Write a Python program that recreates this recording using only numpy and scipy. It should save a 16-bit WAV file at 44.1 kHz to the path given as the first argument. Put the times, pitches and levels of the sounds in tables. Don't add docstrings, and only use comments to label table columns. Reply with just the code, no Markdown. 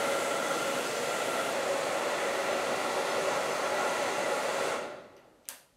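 import sys
import numpy as np
from scipy import signal
from scipy.fft import rfft, irfft
from scipy.io import wavfile
from scipy.ndimage import uniform_filter1d

SR = 44100
rng = np.random.default_rng(int(sys.argv[2]) if len(sys.argv) > 2 else 0)


def nominal_scale(level):
    x = np.asarray(level, float) / 20
    return 10 ** x


def inscribe(sig):
    pcm = np.round(np.clip(np.atleast_2d(sig).T, -1, 1) * 32767)
    wavfile.write(sys.argv[1], SR, pcm.astype(np.int16))


N = 254016
T = np.arange(N) / SR
HZ = np.maximum(np.fft.rfftfreq(N, 1 / SR), 1)
OFF_S, SNAP_S = 4.71, 5.48755


def on_log(hz, table, column=1):
    table = np.array(table, float)
    return np.interp(np.log(hz), np.log(table[:, 0]), table[:, column])


def walk(rate):
    hold = int(SR / rate)
    steps = np.repeat(rng.standard_normal(N // hold + 1), 32)
    steps = uniform_filter1d(uniform_filter1d(steps, 32), 32)
    step_at = (np.arange(len(steps)) + .5) * hold / 32
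    return 1.24 * np.interp(np.arange(N), step_at, steps)


def bumps(rows):
    coarse = T[::64]
    total = 0 * coarse
    for s, db, length in rows:
        total = total + db * np.exp(-(2 * (coarse - s) / length) ** 2)
    return np.interp(T, coarse, total)


def bands(spectrum):
    for hz in 30 * 2 ** np.arange(0, 9.6, .5):
        slope = np.clip(1 - 2 * abs(np.log2(HZ / hz)), 0, 1)
        yield hz, irfft(spectrum * slope, N)


def white():
    return np.sqrt(N / 2) * rng.standard_normal(2 * len(HZ)).view(complex)


def tone(hz):
    return np.sin(2 * np.pi * np.cumsum(hz) / SR)


def ring(hz, t60, length=2048):
    t = np.arange(length) / SR
    return np.sin(2 * np.pi * hz * t) * np.exp(-np.log(1000) * t / t60)


def rush(colour, span, column, aim_db, sway_db, walls_db, walls_t60=0.34):
    # centre in Hz, width in Hz, level over the rush close in dB,
    # level further off in dB, share of aiming from 0 to 1.
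    resonances = [(243.3, 23, -0.5, 0.5, 0), (326, 47, -23, -10.5, 0), (385.6, 13.7, -24, 10.5, 0),
                  (484.3, 44.5, 5, 6.5, 0), (550.7, 20.6, 7.5, 10.5, 0.1), (592.4, 27.7, 4.5, 10, 0),
                  (664.5, 54, 3, 1, 0), (754.5, 52, -2, 4, 0), (839.7, 29, 6.5, 10.5, 0.34),
                  (893, 29, 3.5, 4.5, 0), (973, 37, 0.5, 5, 0.2), (1088, 110, -6, 4.5, 0.7),
                  (1372, 102, 13.5, 9, 1), (1607, 61, 3.5, -17, 0.2), (1961, 98, 7.5, 5.5, 0.4),
                  (2068, 95, 5.5, 4, 0.4), (2706, 214, -1.5, 2.5, 0.17), (3390, 240, 1, 1, 0),
                  (4360, 1500, 0.5, 1.5, 0), (6240, 630, 1, 1, 0.9)]
    # mode in Hz, time in s, change in dB, length in s.
    swells = [(386, 1.65, -4, .2), (386, 2.56, 2, .2), (386, 3.7, 2, 0.23), (483, 1.35, -6, 0.27),
              (483, 1.75, 3.5, 0.49), (483, 2.53, 0, 0.22), (483, 3.23, -5, 0.22), (550, .55, 3, .25),
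              (550, 3.4, 4, 0.18), (550, 3.7, -3, .3), (550, 4.45, -5, 0.22), (594, .1, -2, .2),
              (594, 0.31, 9.5, .2), (594, 1.6, -5, .35), (594, 2.6, -3, .25), (594, 3.42, -4.5, 0.37),
              (594, 3.7, 7, 0.12), (594, 4.68, 2.5, .25), (594, 5.25, -4, .35), (550, 5.3, -4, 0.32),
              (550, 1.7, 7.5, .15), (243, 0.87, 7.5, 0.33), (1369, 1.18, 1.5, .12), (1369, 1.4, 2.5, .2),
              (666, 0.23, 4, .5), (666, 1.94, 4, .7), (750, 2, 2.5, 0.8), (840, .2, -1, 0.46),
              (840, 1, -7, 0.35), (840, 2.04, -5, .5), (840, 2.74, -3.5, .9), (840, 3.99, 5.5, 0.27),
              (840, 4.42, 3.5, .4), (840, 5.04, -6, .7), (750, 5, -6, 0.23), (964, 4.93, -6, .25),
              (896, 4.93, -5, .25), (1953, 4.75, -5, .15), (2067, 3.75, -4, .3), (483, 4.42, 2, .25),
              (896, .55, 6, .2), (896, 2.5, 3, 0.36), (964, 4.0, 7, .25), (1085, .7, 12, .2),
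              (1085, 2.1, -9, 0.7), (1085, 3.7, -2.5, 0.61), (1369, 0.24, -1.5, 0.42), (1369, 0.67, -1, .3),
              (1369, 3.88, 2.5, .35), (1369, 4.85, -1.5, 0.27), (1953, .1, -2, .25), (1953, 0.63, -9, .3),
              (2067, 1.2, -4, .4), (2067, 2.05, -7, 0.18)]
    air = nominal_scale(on_log(HZ, colour))
    walls = rfft(rng.standard_normal(N) * np.exp(-np.log(1000) * T / walls_t60))
    reach = HZ ** 2 / (HZ ** 2 + 500 ** 2) * (.4 + .6 / (1 + (HZ / 2500) ** 2))
    walls = 1 + nominal_scale(walls_db) * reach * walls / np.sqrt(np.mean(abs(walls) ** 2))
    out = irfft(white() * air * walls, N)

    owner = [np.argmin([abs(row[0] - mode[0]) for mode in resonances]) for row in swells]
    for k, (hz, width, *db, aimed) in enumerate(resonances):
        swell_db = bumps([row[1:] for row, own in zip(swells, owner) if own == k])
        pipe = 1 / (1 + ((HZ ** 2 - hz ** 2) / (HZ * width)) ** 2)
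        moving_db = swell_db + min(aimed, 1) * aim_db + sway_db * walk(3.51)
        ringing = irfft(white() * air * pipe, N)
        out[span] += nominal_scale(db[column] + moving_db[span]) * ringing[span]
    hiss = irfft(rfft(out) * (HZ > 2500) * (HZ < 12000), N)[span]
    return out / hiss.std()


def whistle():
    # time in s, level over the hiss in dB.
    lock = [(0, 7), (.35, 4.5), (.58, 4), (.77, 8), (.85, -5), (1.28, -8), (1.36, 5), (1.75, 5), (1.85, -2),
            (2.2, 4), (2.45, 1.5), (3.1, -0.5), (3.5, -5), (3.7, 1), (4.1, 1.5), (4.4, 0), (4.7, 2.5)]
    db = np.interp(T, *np.transpose(lock)) + 2.3 * walk(23.8)
    powered = np.clip((OFF_S + 0.11 - T) / .1, 0, 1)
    return nominal_scale(db) * powered * tone(551 * (1 + 0.011 * walk(24.96)))


def smooth(db):
    return uniform_filter1d(db, SR // 12, mode="nearest")


def dryer():
    # frequency in Hz, density in dB per Hz.
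    near_colour = [(25, -56), (100, -22), (240, -10), (450, -6), (750, -7), (950, -13), (1400, -13),
                   (1750, -16), (3000, -17), (5200, -26), (7500, -22), (10000, -27), (12000, -33),
                   (16000, -41)]
    far_colour = [(25, -58), (100, -21), (250, -11), (480, -6), (700, -6), (930, -11), (1500, -12),
                  (2300, -16), (3700, -22), (5100, -27), (6800, -23.5), (9500, -28), (12000, -36),
                  (16000, -45)]
    # time in s, change in dB, length in s.
    turns = [(0.2, -2.5, 0.26), (0.527, 2, 0.11), (0.956, -4.5, 0.71), (1.16, 2, 0.12), (1.27, -7, 0.054),
             (1.407, 4.5, 0.18), (1.698, -7.5, 0.58), (3.05, -5, 0.073), (3.23, -6, 0.047),
             (3.33, 1, 0.055), (3.427, -6, 0.045), (3.82, 4.5, 0.079), (4.5, -3, 0.37)]
    # frequency in Hz, share.
    coast = [(60, 1.3), (280, 1), (570, 0.66), (800, 0.59), (1400, 0.52), (3000, 0.21), (4800, 0.14),
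             (7000, -0.44), (12000, -.38)]
    move_s = 1.53
    near_db, far_db = -40, -41.5
    knee_s = 0.42
    braking = np.clip(T - OFF_S, 0, knee_s)
    idling = np.maximum(T - OFF_S - knee_s, 0)
    hiss_db = np.where(T < move_s, near_db, far_db) - smooth(78.5 * braking + 39 * idling)
    aim_db = bumps(turns)
    low_db = smooth(37.5 * braking) + 0.13 * aim_db
    aim_db = aim_db - 2 * braking / knee_s
    close = rush(near_colour, T < move_s + .01, 0, aim_db, sway_db=2.0, walls_db=-9.0)
    away = rush(far_colour, T > move_s - .01, 1, aim_db, sway_db=1.0, walls_db=-2.5)
    fade = np.pi / 2 * np.clip((T - move_s) / .003, 0, 1)
    air = close * np.cos(fade) + away * np.sin(fade)

    out, gust = 0, walk(5.28)
    for hz, band in bands(rfft(air)):
        share = on_log(hz, coast)
        out = out + band * nominal_scale(share * low_db + 0.24 * gust + 0.79 * walk(7.0))
    return (out + whistle()) * nominal_scale(hiss_db)


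def quiet():
    # frequency in Hz, density in dB per Hz.
    hush_colour = [(25, 6), (310, -1.5), (568, -6), (1210, -10), (2640, -12), (8170, -16), (13500, -22),
                   (15700, -37)]
    hush = irfft(rfft(rng.standard_normal(N)) * nominal_scale(on_log(HZ, hush_colour)), N)
    return nominal_scale(-69.5) * hush / hush.std()


def flickers(mid):
    # time in s, band centre in Hz.
    flecks = [(.415, 7600), (.484, 15150), (.879, 7600), (.879, 5000), (.972, 6300), (1.088, 5700),
              (1.088, 14800), (1.947, 13100), (1.947, 15150), (2.528, 6300), (2.528, 12400), (2.737, 14450),
              (3.108, 5700), (3.155, 10400), (3.387, 15150), (3.503, 12400), (3.526, 5750), (3.526, 11400),
              (4.13, 14100), (4.2, 8300), (4.2, 15150), (4.989, 8300), (4.989, 13100), (5.384, 9700)]
    length, first, width_hz = 2048, 887, 1450
    half = length // 2
    out = np.zeros(N)
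    window = signal.windows.cosine(length)
    hz = (np.arange(half) + .5) * SR / length
    for (s, centre_hz), sizes in zip(flecks, rng.standard_normal((len(flecks), half))):
        start = first + half * (round((s * SR - first) / half) - 1)
        lines = np.flatnonzero(abs(hz - centre_hz) < width_hz / 2)
        phase = np.pi / half * np.outer(lines + .5, np.arange(length) + .5 + half / 2)
        waves = window * np.cos(phase)
        own = waves @ mid[start:start + length]
        out[start:start + length] += nominal_scale(-3.5) * 2 / half * own.std() * sizes[lines] @ waves
    return out


def motor():
    since = np.maximum(T - OFF_S, 0)
    hz = 447 * np.exp(-.55 * since) * (1 + 0.0298 * walk(40))
    level = nominal_scale(-51 - 32 * since + 3.3 * walk(30))
    return level * np.clip(since / .15, 0, 1) * tone(hz)


def barrel():
    since = np.maximum(T - OFF_S, 0)
    hz = 588 * (1 + 0.0149 * walk(30))
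    level = nominal_scale(-36 - 76 * since + 3.9 * walk(22.05))
    return level * np.clip(since / 0.14, 0, 1) * tone(hz)


def switch():
    # time in s, peak in dB, centre in Hz, length in s.
    ticks = [(5.166, -53, 5600, .0015), (5.1672, -54, 2500, .002), (5.1665, -63, 8500, .0015),
             (5.167, -64, 12200, .002), (5.173, -68, 12000, .001), (5.1785, -52, 2700, .001),
             (5.1785, -59, 5500, .001), (5.197, -68, 12000, .002), (5.434, -65, 8000, .0006),
             (5.445, -61, 4000, .0006), (5.4537, -55, 6200, .001), (5.4545, -54, 3300, .0015),
             (5.4542, -62, 11500, .001), (5.4793, -54, 8500, .0012), (5.4793, -51, 2500, .002),
             (5.484, -49, 7500, .001)]
    # mode in Hz, level in dB, t60 in s.
    plastic = [(570, -33, 0.011), (1650, -17.5, 0.0051), (2670, -17, 0.0036), (4340, -10, 0.0022),
               (6100, -5, 0.0029), (8760, 0.5, 0.0018), (10700, -3.5, 0.002), (12500, -3.5, .002),
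               (15100, -9, .0012)]
    # mode in Hz, level in dB, t60 in s.
    room_modes = [(260, -45, 0.091), (523, -41, 0.076), (572, -47, .18), (720, -39, .07), (900, -40, .05),
                  (643, -51, .15), (822, -49, .15), (990, -45, .1), (1300, -45, .07), (1620, -45, .06),
                  (1970, -44, .06)]
    snap_db = -18
    out = np.zeros(N + 4096)
    body = sum(nominal_scale(db) * ring(hz, t60) * (-1) ** k for k, (hz, db, t60) in enumerate(plastic))
    body = signal.sosfilt(signal.butter(1, 900, "high", fs=SR, output="sos"), body)
    body /= -abs(body).max()

    for (s, db, hz, length), grit in zip(ticks, rng.standard_normal((len(ticks), 2048))):
        ping = np.hanning(40) * np.sin(2 * np.pi * hz * T[:40])
        scrape = np.convolve(grit * np.exp(-T[:2048] / length), ping)[:2048]
        out[int(s * SR):][:2048] += nominal_scale(db) * scrape / abs(scrape).max()

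    # (lag s, dB)
    contacts = ((0, -18), (.00022, -15), (.0006, 4.5), (.001, -15), (.0012, -21), (.0039, -19),
                (.0021, -19), (.007, -15), (.0107, -18), (.0145, -13))
    for lag, db in contacts:
        out[int((SNAP_S + lag) * SR):][:len(body)] += nominal_scale(snap_db + db) * body
    for hz, db, t60 in room_modes:
        swell = ring(hz, t60, length=8192) * np.clip(T[:8192] / 0.015, 0, 1)
        out[int(SNAP_S * SR):][:8192] += nominal_scale(snap_db + db) * swell
    return out[:N]


def room(x, wet_db, gap_s=0.0027):
    # frequency in Hz, t60 in s, level in dB.
    decay = [(150, 0.55, 5), (590, 0.47, 11), (950, .46, 9), (1504, 0.44, 2.5), (3000, 0.42, 2),
             (4400, 0.46, -1.5), (6000, 0.37, -10.5), (11000, 0.38, -7), (13500, .33, -9), (16100, .3, -9)]
    t = T[:SR]
    echoes = 0
    for hz, band in bands(rfft(rng.standard_normal(N))):
        echoes = echoes + band[:SR] * nominal_scale(on_log(hz, decay, column=2) - 60 * t / on_log(hz, decay))
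    echoes = echoes * np.clip(t / gap_s, 0, 1) ** 2
    return x + nominal_scale(wet_db) * signal.oaconvolve(x, echoes)[:N]


def scene():
    mono = dryer() + quiet() + motor() + barrel() + room(switch(), wet_db=-27)
    return np.tile(mono, (2, 1))


def band_limit(x):
    return signal.sosfilt(signal.butter(12, 16510, fs=SR, output="sos"), x)


def record(dry):
    full = signal.sosfilt(signal.butter(2, 39.6, "high", fs=SR, output="sos"), dry[0])
    mid = signal.fftconvolve(full, signal.firwin(767, 15730, fs=SR), "same")
    mid += (full - mid) * np.exp(-((T - SNAP_S) / .004) ** 2)
    return band_limit(mid + np.outer([1, -1], flickers(mid)))


dry = scene()
out = record(dry)
inscribe(out)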